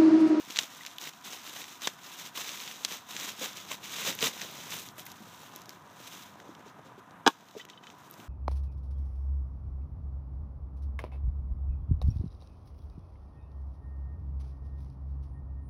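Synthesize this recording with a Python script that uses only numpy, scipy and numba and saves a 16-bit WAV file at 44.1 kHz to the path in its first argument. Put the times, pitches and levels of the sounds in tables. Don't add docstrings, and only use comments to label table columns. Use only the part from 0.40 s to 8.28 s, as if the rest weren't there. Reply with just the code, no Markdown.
import sys
import numpy as np
from scipy import signal
from scipy.fft import rfft, irfft
from scipy.io import wavfile
from scipy.ndimage import uniform_filter1d
from numba import njit

SR = 44100
rng = np.random.default_rng(int(sys.argv[2]) if len(sys.argv) > 2 else 0)


def store_pcm(level_fs):
    pcm = np.round(np.clip(level_fs, -1, 1) * 32767).astype(np.int16)
    wavfile.write(sys.argv[1], SR, np.atleast_2d(pcm).T)


N = 347492
TIME = np.arange(N) / SR


def undb(db):
    return 10 ** (np.asarray(db) / 20)


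def unit(x):
    return x / np.sqrt(np.mean(x ** 2))


def colour(x, spectrum):
    hz, db = np.transpose(spectrum)
    grid = np.maximum(np.fft.rfftfreq(4096, 1 / SR), 1)
    cepstrum = irfft(np.interp(np.log(grid), np.log(hz), db) * np.log(10) / 20)
    cepstrum[1:2048] *= 2
    cepstrum[2049:] = 0
    return signal.fftconvolve(x, irfft(np.exp(rfft(cepstrum))))[:N]


def band(x, lo_hz, hi_hz):
    return signal.sosfilt(signal.butter(3, [lo_hz, hi_hz], "band", fs=SR, output="sos"), x)


@njit
def ring(count, at, hz, t60, size):
    y = np.zeros(count)
    for k in range(len(at)):
        pole = np.exp(2j * np.pi * hz[k] / SR - np.log(1000) / (t60[k] * SR))
        phasor = size[k] + 0j
        for i in range(at[k], min(count, at[k] + int(t60[k] * SR) + 2)):
            y[i] += phasor.imag
            phasor *= pole
    return y


def swell(at, hz, t60, size, rise):
    hz, t60 = np.full(len(at), hz), np.full(len(at), t60)
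    return ring(N, at, hz, t60, size) - ring(N, at, hz, rise * t60, size)


def walk(rate_hz):
    step = int(SR / rate_hz)
    return uniform_filter1d(np.repeat(rng.standard_normal(N // step + 1), step), step)[:N]


def crease_swarm(count, lo_hz, hi_hz, cycles, spread_db):
    when, pitch, strength, side = rng.random((count, 4)).T
    hz = lo_hz * (hi_hz / lo_hz) ** pitch
    db = -spread_db * np.log(1 - .998 * strength)
    size = hz * undb(db) * np.sign(side - .5)
    return unit(ring(N, (when * N).astype(np.int64), hz, cycles / hz, size))


# t/s, crackle level/dB, top treble re crackle/dB, carton rumble/dB
HANDLING_BED = [(0, -66, -5.5, -65), (.3, -71, -4.5, -90), (2.6, -62, -5, -65), (3.4, -65, -5.5, -59),
                (4.2, -72, -5.5, -54.5), (4.55, -80, -1, -58.5), (4.76, -58.5, -3.5, -62.5),
                (5.08, -56.5, -3, -58), (5.15, -79, -4.5, -56), (5.8, -66, -4, -61.5), (6.09, -65, -7, -54),
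                (6.4, -71, -8, -59.5), (6.82, -74.5, -5, -59.5), (6.97, -61, -7, -62), (7.12, -61, -5, -60),
                (7.27, -78, -12, -57), (7.5, -71, -7, -59), (7.6, -62.5, -4, -60.5), (7.88, -64, -1, -54)]
# t/s, hold/ms, level/dB, 10 dB rise before/ms, 10 dB fall after/ms
CRACKLE_SWELLS = [(0.0, 97, -52, 130.0, 4.0), (0.103, 81, -46, 11, 15), (0.186, 53, -41, 10, 27),
                  (0.317, 167, -52, 71.0, 116), (0.608, 88, -45.5, 8, 4), (0.651, 0.0, -52.5, 4.0, 175.0),
                  (0.845, 32.0, -44.5, 4, 23), (0.913, 22, -43.5, 33.0, 81), (1.041, 130, -48.5, 2, 190.0),
                  (1.155, 68, -47, 164, 58), (1.283, 74.0, -50.5, 31, 19.0), (1.433, 30, -41.5, 22, 41),
                  (1.668, 80, -48, 70, 15.0), (1.791, 31, -44, 25, 57), (1.857, 15, -46, 12.0, 17),
                  (1.959, 48.0, -40, 10, 157), (2.063, 158.0, -45.5, 3, 11), (2.201, 111.0, -45.5, 7, 88.0),
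                  (2.44, 19, -45.5, 51.0, 14), (2.519, 25, -38.5, 38, 35), (2.691, 86, -45.5, 3, 8),
                  (2.805, 91, -40.5, 71, 44), (3.026, 25, -36, 35, 48), (3.171, 4, -43, 34, 71),
                  (3.321, 8, -39, 34, 30), (3.439, 105, -44, 17.0, 28.0), (3.576, 97, -37, 40.0, 9.0),
                  (3.663, 42, -33.0, 17.0, 30), (3.841, 30.5, -27.5, 30.5, 17),
                  (3.907, 87.0, -47, 13.0, 75.0), (4.005, 38.0, -42, 22, 20), (4.051, 225, -47, 7, 27.0),
                  (4.322, 34, -39.5, 38, 74.0), (4.398, 70.0, -50.5, 69.0, 24), (4.589, -5, -45, 13, 37),
                  (4.655, 50, -55, 4, 36.0), (5.158, 1.0, -55.5, 145.0, 130), (5.295, 0.0, -56, 11.0, 105),
                  (5.645, 166.0, -51, 94, 87.0), (6.09, 15, -64, 28, 30.0), (6.27, 13, -60.0, 28, 33),
                  (6.46, 7, -62.5, 30.0, 35), (6.585, 5.0, -63.0, 8, 20.0), (6.87, 14, -40.5, 3, 33),
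                  (7.204, -3, -47, 45.0, 27), (7.295, 0.5, -56.5, 10.0, 70),
                  (7.437, 77.0, -61.5, 12.0, 34.0), (7.81, 1, -59, 42, 48)]


def crackle_db():
    t = np.arange(0, N + 64, 64) / SR
    times, rest_db, _, _ = np.transpose(HANDLING_BED)
    power = undb(2 * np.interp(t, times, rest_db))
    for start, hold_ms, db, rise_ms, fall_ms in CRACKLE_SWELLS:
        ms = 1000 * (t - start)
        drop_db = 10 * np.maximum(-ms / rise_ms, (ms - hold_ms) / fall_ms).clip(min=0)
        power += undb(2 * (db - drop_db))
    return np.interp(TIME, t, 10 * np.log10(power))


# f/Hz, level/dB
SHEET_COLOUR = [(47, -71), (80, -4.5), (180, -4.5), (500, -7), (750, -7), (1000, -4.5), (1770, -6),
                (3000, -2.5), (3800, 0), (4450, -8.5), (6300, -2.5), (7600, -8.5), (9700, -19.5),
                (15200, -16)]


def rustle():
    times, _, top_db, rumble_db = np.transpose(HANDLING_BED)
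    top_gain = undb(np.interp(TIME, times, top_db))
    rumble_gain = undb(np.interp(TIME, times, rumble_db))
    motion = undb(crackle_db())
    slide = 1.18 * rng.standard_normal(N)
    creases = crease_swarm(count=50000, lo_hz=714, hi_hz=17300, cycles=10.3, spread_db=2.5)
    sheet = colour(creases + slide, SHEET_COLOUR)
    bright = unit(band(sheet, 1024, 10130)) + top_gain * unit(band(sheet, 8440, 16900))
    flex = crease_swarm(count=12000, lo_hz=88, hi_hz=1144, cycles=6.4, spread_db=3.0)
    flex = unit(band(colour(flex, SHEET_COLOUR), 81, 1200))
    flex_gain = np.hypot(undb(-10.5) * motion, rumble_gain)
    quick_slips = undb(1.3 * walk(70) + 1.4 * walk(250))
    return quick_slips * (motion * bright + flex_gain * flex)


# f/Hz, relative level/dB
ROOM_COLOUR = [(25, -33), (70, -20), (118, -9.5), (190, -6.5), (300, -6.5), (400, -21.5), (608, -14.5),
               (700, -10.5), (1000, -9), (1500, -8), (2200, -19), (3800, -27.5), (4500, -41), (9900, -36),
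               (15200, -39)]
# f/Hz, width/Hz, level/dB
DUCT_BANDS = [(990, 114, -62.5), (1220, 102, -66), (715, 90, -68.5)]
# t/s, level/dB
WALL_RUMBLE = [(0.0, -80), (2.06, -82), (2.79, -66), (3.82, -61), (3.91, -69), (4.21, -59), (4.37, -56),
               (5.11, -65.5), (6.76, -63), (6.96, -67), (7.53, -63.5), (7.88, -64)]


def room_tone():
    air = unit(colour(rng.standard_normal(N), ROOM_COLOUR))
    air *= undb(-57.5 + 0.69 * walk(3.2) + 0.87 * walk(24))
    duct = sum(undb(db) * unit(band(rng.standard_normal(N), hz - width / 2, hz + width / 2))
               for hz, width, db in DUCT_BANDS)
    times, rumble_db = np.transpose(WALL_RUMBLE)
    rumble = unit(band(rng.standard_normal(N), 92.5, 204)) * undb(np.interp(TIME, times, rumble_db))
    return air + duct + rumble


# t/s, level/dB, f/Hz, t60/s
CARTON_THUDS = [(0.075, -47, 275, 0.052), (0.099, -45, 296, 0.04), (0.187, -32.5, 885, 0.022),
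                (0.233, -48, 288, 0.049), (0.671, -42, 1000, 0.032), (1.166, -50, 256, 0.052),
                (1.473, -24.5, 1030, 0.01), (1.951, -46.5, 570, 0.035), (2.756, -37, 194, 0.023),
                (3.013, -39.5, 518, 0.18), (3.313, -34.5, 1084, 0.04), (3.667, -32.5, 541, 0.15),
                (3.826, -30, 450, 0.13), (4.008, -43, 195, 0.04), (4.582, -43, 625, 0.066),
                (4.804, -41.5, 209, 0.091), (5.16, -43.5, 310, 0.036), (6.091, -41, 307, 0.054),
                (6.262, -43, 430, 0.042), (6.449, -48, 533, 0.14), (6.579, -44, 384, 0.056),
                (7.152, -37, 590, 0.037), (7.162, -28.5, 428, 0.057), (7.793, -40, 234, 0.054)]


def carton_thuds():
    times, db, hz, t60 = np.transpose(CARTON_THUDS)
    at, size = (times * SR).astype(np.int64), undb(db)
    main = ring(N, at, hz, t60, size)
    upper = ring(N, at, 1.5 * hz, t60, 0.25 * size)
    lower = ring(N, at, 0.56 * hz, 0.5 * t60, 0.63 * size)
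    return band((main + upper + lower) * (1 + 0.55 * walk(300)), 90, 1700)


def stray_snaps(count):
    when, strength, pitch, sparkle = rng.random((count, 4)).T
    above_crackle_db = 11 - 3 * np.log(1 - .97 * strength)
    db = crackle_db()[(when * N).astype(int)] + above_crackle_db
    spark_db = db - 23 + 12 * (sparkle - .5)
    return np.c_[when * N / SR, db, 2000 * 3 ** pitch, spark_db]


# t/s, crack level/dB, f/Hz, spark level/dB
CREASE_SNAPS = [(0.1026, -24, 4030, -50), (0.1068, -20, 3860, -40), (0.1239, -27, 3640, -52),
                (0.1607, -14, 4120, -35), (0.165, -20, 3740, -45), (0.1691, -13, 3930, -41.5),
                (0.174, -16, 4810, -44), (0.1885, -0.5, 3500, -43), (0.192, -29, 3090, -41),
                (0.2337, -21, 5440, -49), (0.4347, -27, 3300, -53), (0.4506, -23, 3420, -53),
                (0.4641, -19.5, 4400, -36), (0.47, -24, 3550, -52), (0.584, -21, 3560, -36),
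                (0.6137, -26, 4830, -49), (0.6734, -20.5, 2280, -47), (0.7353, -33, 4180, -55),
                (0.8111, -40, 5360, -50), (0.8425, -36, 3500, -56), (1.2416, -26, 2400, -53),
                (1.4196, -21, 3380, -51), (1.473, -6, 3740, -34), (1.4762, -15, 1650, -34),
                (1.7977, -32, 5550, -36), (1.9534, -32, 3500, -49), (1.9749, -20, 3240, -40),
                (2.092, -18.5, 3000, -48), (2.157, -29, 1600, -52), (2.2022, -27, 4460, -46),
                (2.277, -28, 3000, -48), (2.3133, -22, 3300, -48), (2.4489, -2, 4740, -28),
                (2.5097, -20, 3500, -40), (2.5221, -17, 3500, -36), (2.7655, -13.5, 3170, -46),
                (3.1711, -24, 5620, -39), (3.3164, -15, 2900, -41), (3.4328, -33, 2740, -44),
                (3.752, -39, 5700, -27.5), (3.7895, -18, 3000, -50), (3.808, -18, 5870, -55),
                (3.8264, -7.5, 3160, -39), (3.8425, -10, 3280, -37), (3.998, -28, 2500, -50),
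                (4.012, -22, 2860, -41), (4.0162, -18, 2180, -45), (4.1557, -28.5, 2500, -43),
                (4.307, -22.5, 6310, -37), (4.4878, -28, 4780, -45), (4.5817, -33, 2670, -36),
                (4.603, -39, 4470, -36), (4.6551, -50, 1980, -37), (4.6644, -31.5, 4910, -36),
                (4.6672, -27.5, 2200, -34), (4.7013, -37, 5860, -47), (4.7178, -28, 4940, -36),
                (5.1612, -25, 6500, -31), (5.197, -46, 6000, -55), (5.2185, -34, 6500, -44),
                (5.2579, -33, 5250, -48), (5.2933, -27.5, 5900, -37), (5.3043, -42, 5500, -52),
                (6.0011, -32, 1600, -58), (6.1505, -36, 3820, -58), (6.7094, -39, 3770, -68),
                (7.0084, -35, 3130, -52), (7.0863, -32, 3650, -53), (7.111, -37, 3700, -51),
                (7.2517, -28, 3140, -43), (7.288, -34, 2420, -70), (7.2995, -26, 3610, -49),
                (7.4369, -40, 2980, -73), (7.4691, -29, 2410, -73), (7.5016, -30, 3200, -73),
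                (7.7011, -54, 3000, -46), (7.7114, -47, 3130, -32), (7.74, -36, 5190, -45),
                (7.801, -34, 3000, -59)]
PORT_HZ, SPARK_HZ = 5930, 12650
CHATTER_DB, CHATTER_T60_S = -18.5, 0.021


def crease_snaps():
    times, db, hz, spark_db = np.r_[CREASE_SNAPS, stray_snaps(count=300)].T
    at, size = (times * SR).astype(np.int64), undb(db)
    crease = swell(at, hz, t60=4.6 / hz, size=1.69 * size, rise=0.36)
    port = swell(at, PORT_HZ, t60=0.0013, size=0.6 * size, rise=0.27)
    crack = band(band(crease + port, 1170, 8900), 1217, 9300)
    spark = swell(at, SPARK_HZ, t60=0.0012, size=2.9 * undb(spark_db), rise=0.17)
    kicks = np.zeros(N)
    np.add.at(kicks, at, size)
    fade = np.exp(-np.log(1000) * TIME[:SR // 10] / CHATTER_T60_S)
    chatter_gain = undb(CHATTER_DB) * signal.fftconvolve(kicks, fade)[:N]
    chatter = crease_swarm(count=30000, lo_hz=1250, hi_hz=8800, cycles=3.9, spread_db=1.5)
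    chatter = unit(band(colour(chatter, SHEET_COLOUR), 1300, 9700))
    return crack + band(spark, 8700, 16500) + chatter_gain * chatter


# t/s, level/dB, favoured f/Hz
FOLD_SLIPS = [(0.407, -41.5, 2000), (0.582, -41, 3510), (1.443, -35, 3770), (1.4505, -31, 3750),
              (7.197, -31, 2250), (7.21, -41, 3000), (7.287, -46, 1970), (7.299, -44, 3820),
              (7.328, -46, 3030), (7.374, -47, 3030), (7.435, -43.5, 2580), (7.468, -43.5, 3020)]
# f/Hz, level/dB, t60/s
FOLD_MODES = [(1960, 1.5, 0.03), (2570, -9.5, 0.039), (3050, -1.5, 0.045), (3480, -3, .025),
              (3770, 0.5, .03), (4690, -2, 0.02), (6000, -6, .02)]
FOLD_DB_PER_OCT = 24


def fold_creaks():
    times, db, favoured_hz = np.transpose(FOLD_SLIPS)
    at = (times * SR).astype(np.int64)
    tones = np.zeros(N)
    for hz, mode_db, t60 in FOLD_MODES:
        loss_db = FOLD_DB_PER_OCT * abs(np.log2(hz / favoured_hz))
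        tones += swell(at, hz, t60, size=2.22 * undb(db + mode_db - loss_db), rise=0.36)
    uneven_slip = 1 + 0.57 * walk(400) + .15 * walk(5000)
    return band(tones * uneven_slip, 1000, 7400)


# t/s, level/dB, contact/ms
KNOCK_BLOWS = [(6.8639, -9.5, .12), (6.8660, -7.5, 0.89), (6.868, -13, 0.15), (6.8751, -3, 0.054),
               (6.878, -13, 0.8), (6.885, -18, 0.18), (6.895, -28, 0.29), (6.901, -30, 0.14)]
# f/Hz, level/dB, t60/s
CARTON_MODES = [(273, -4, 0.021), (436, -12.5, 0.032), (556, -14, 0.019), (758, -7, 0.038),
                (923, -6.5, 0.038), (1090, -9, 0.053), (1243, -14, 0.037), (1425, -13, 0.034),
                (1643, -7.5, 0.037), (2470, -13, 0.02), (2960, -14, 0.021), (3364, -7.5, 0.016),
                (5000, -14, 0.014), (5710, -17, 0.019)]


def carton_knock():
    start, length = KNOCK_BLOWS[0][0], SR // 5
    force = np.zeros(SR // 10)
    for t, db, contact_ms in KNOCK_BLOWS:
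        pulse = np.hanning(int(contact_ms * SR / 1000) + 3)[1:-1]
        at = int((t - start) * SR)
        force[at:at + len(pulse)] += undb(db) * pulse / pulse.sum()
    hz, db, t60 = np.transpose(CARTON_MODES)
    signs = (-1.) ** np.arange(len(hz))
    modes = ring(length, np.zeros(len(hz), np.int64), hz, t60, undb(db) * signs)
    rattle = unit(colour(rng.standard_normal(length), SHEET_COLOUR)[:length])
    rattle *= undb(-7) * np.exp(-TIME[:length] / 0.0035)
    hit = signal.fftconvolve(force, modes + rattle)
    onset = int(start * SR)
    return np.pad(hit, (onset, N - onset - len(hit)))


def room_echo(close, level_db=-39, t60_s=0.41):
    t = TIME[:SR // 3]
    decay = np.exp(-np.log(1000) * t / t60_s) * (t > .004)
    wash = band(rng.standard_normal(len(t)), 200, 10000) * decay
    return undb(level_db) * signal.fftconvolve(close, wash / np.sqrt(np.sum(wash ** 2)))[:N]


def scene():
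    close = rustle() + carton_thuds() + crease_snaps() + fold_creaks() + carton_knock()
    bass_cut = signal.butter(4, 157, "high", fs=SR, output="sos")
    close = signal.sosfilt(bass_cut, close + room_echo(close))
    return (close + room_tone())[None]


@njit
def peak_envelope(x, attack, release):
    level, y = 0., np.empty(len(x))
    for i in range(len(x)):
        level += (abs(x[i]) - level) * (attack if abs(x[i]) > level else release)
        y[i] = level
    return y


DUCK_THRESHOLD_DB, DUCK_RATIO, DUCK_RELEASE_S = -15.5, 2.7, 1


def record(dry):
    level = peak_envelope(dry[0], attack=0.01, release=1 / (DUCK_RELEASE_S * SR))
    gain = np.minimum(undb(DUCK_THRESHOLD_DB) / (level + 1e-9), 1) ** (1 - 1 / DUCK_RATIO)
    treble_cut = signal.ellip(10, .2, 55, 15300, fs=SR, output="sos")
    return signal.sosfilt(treble_cut, dry * gain)


dry = scene()
out = record(dry)
store_pcm(out)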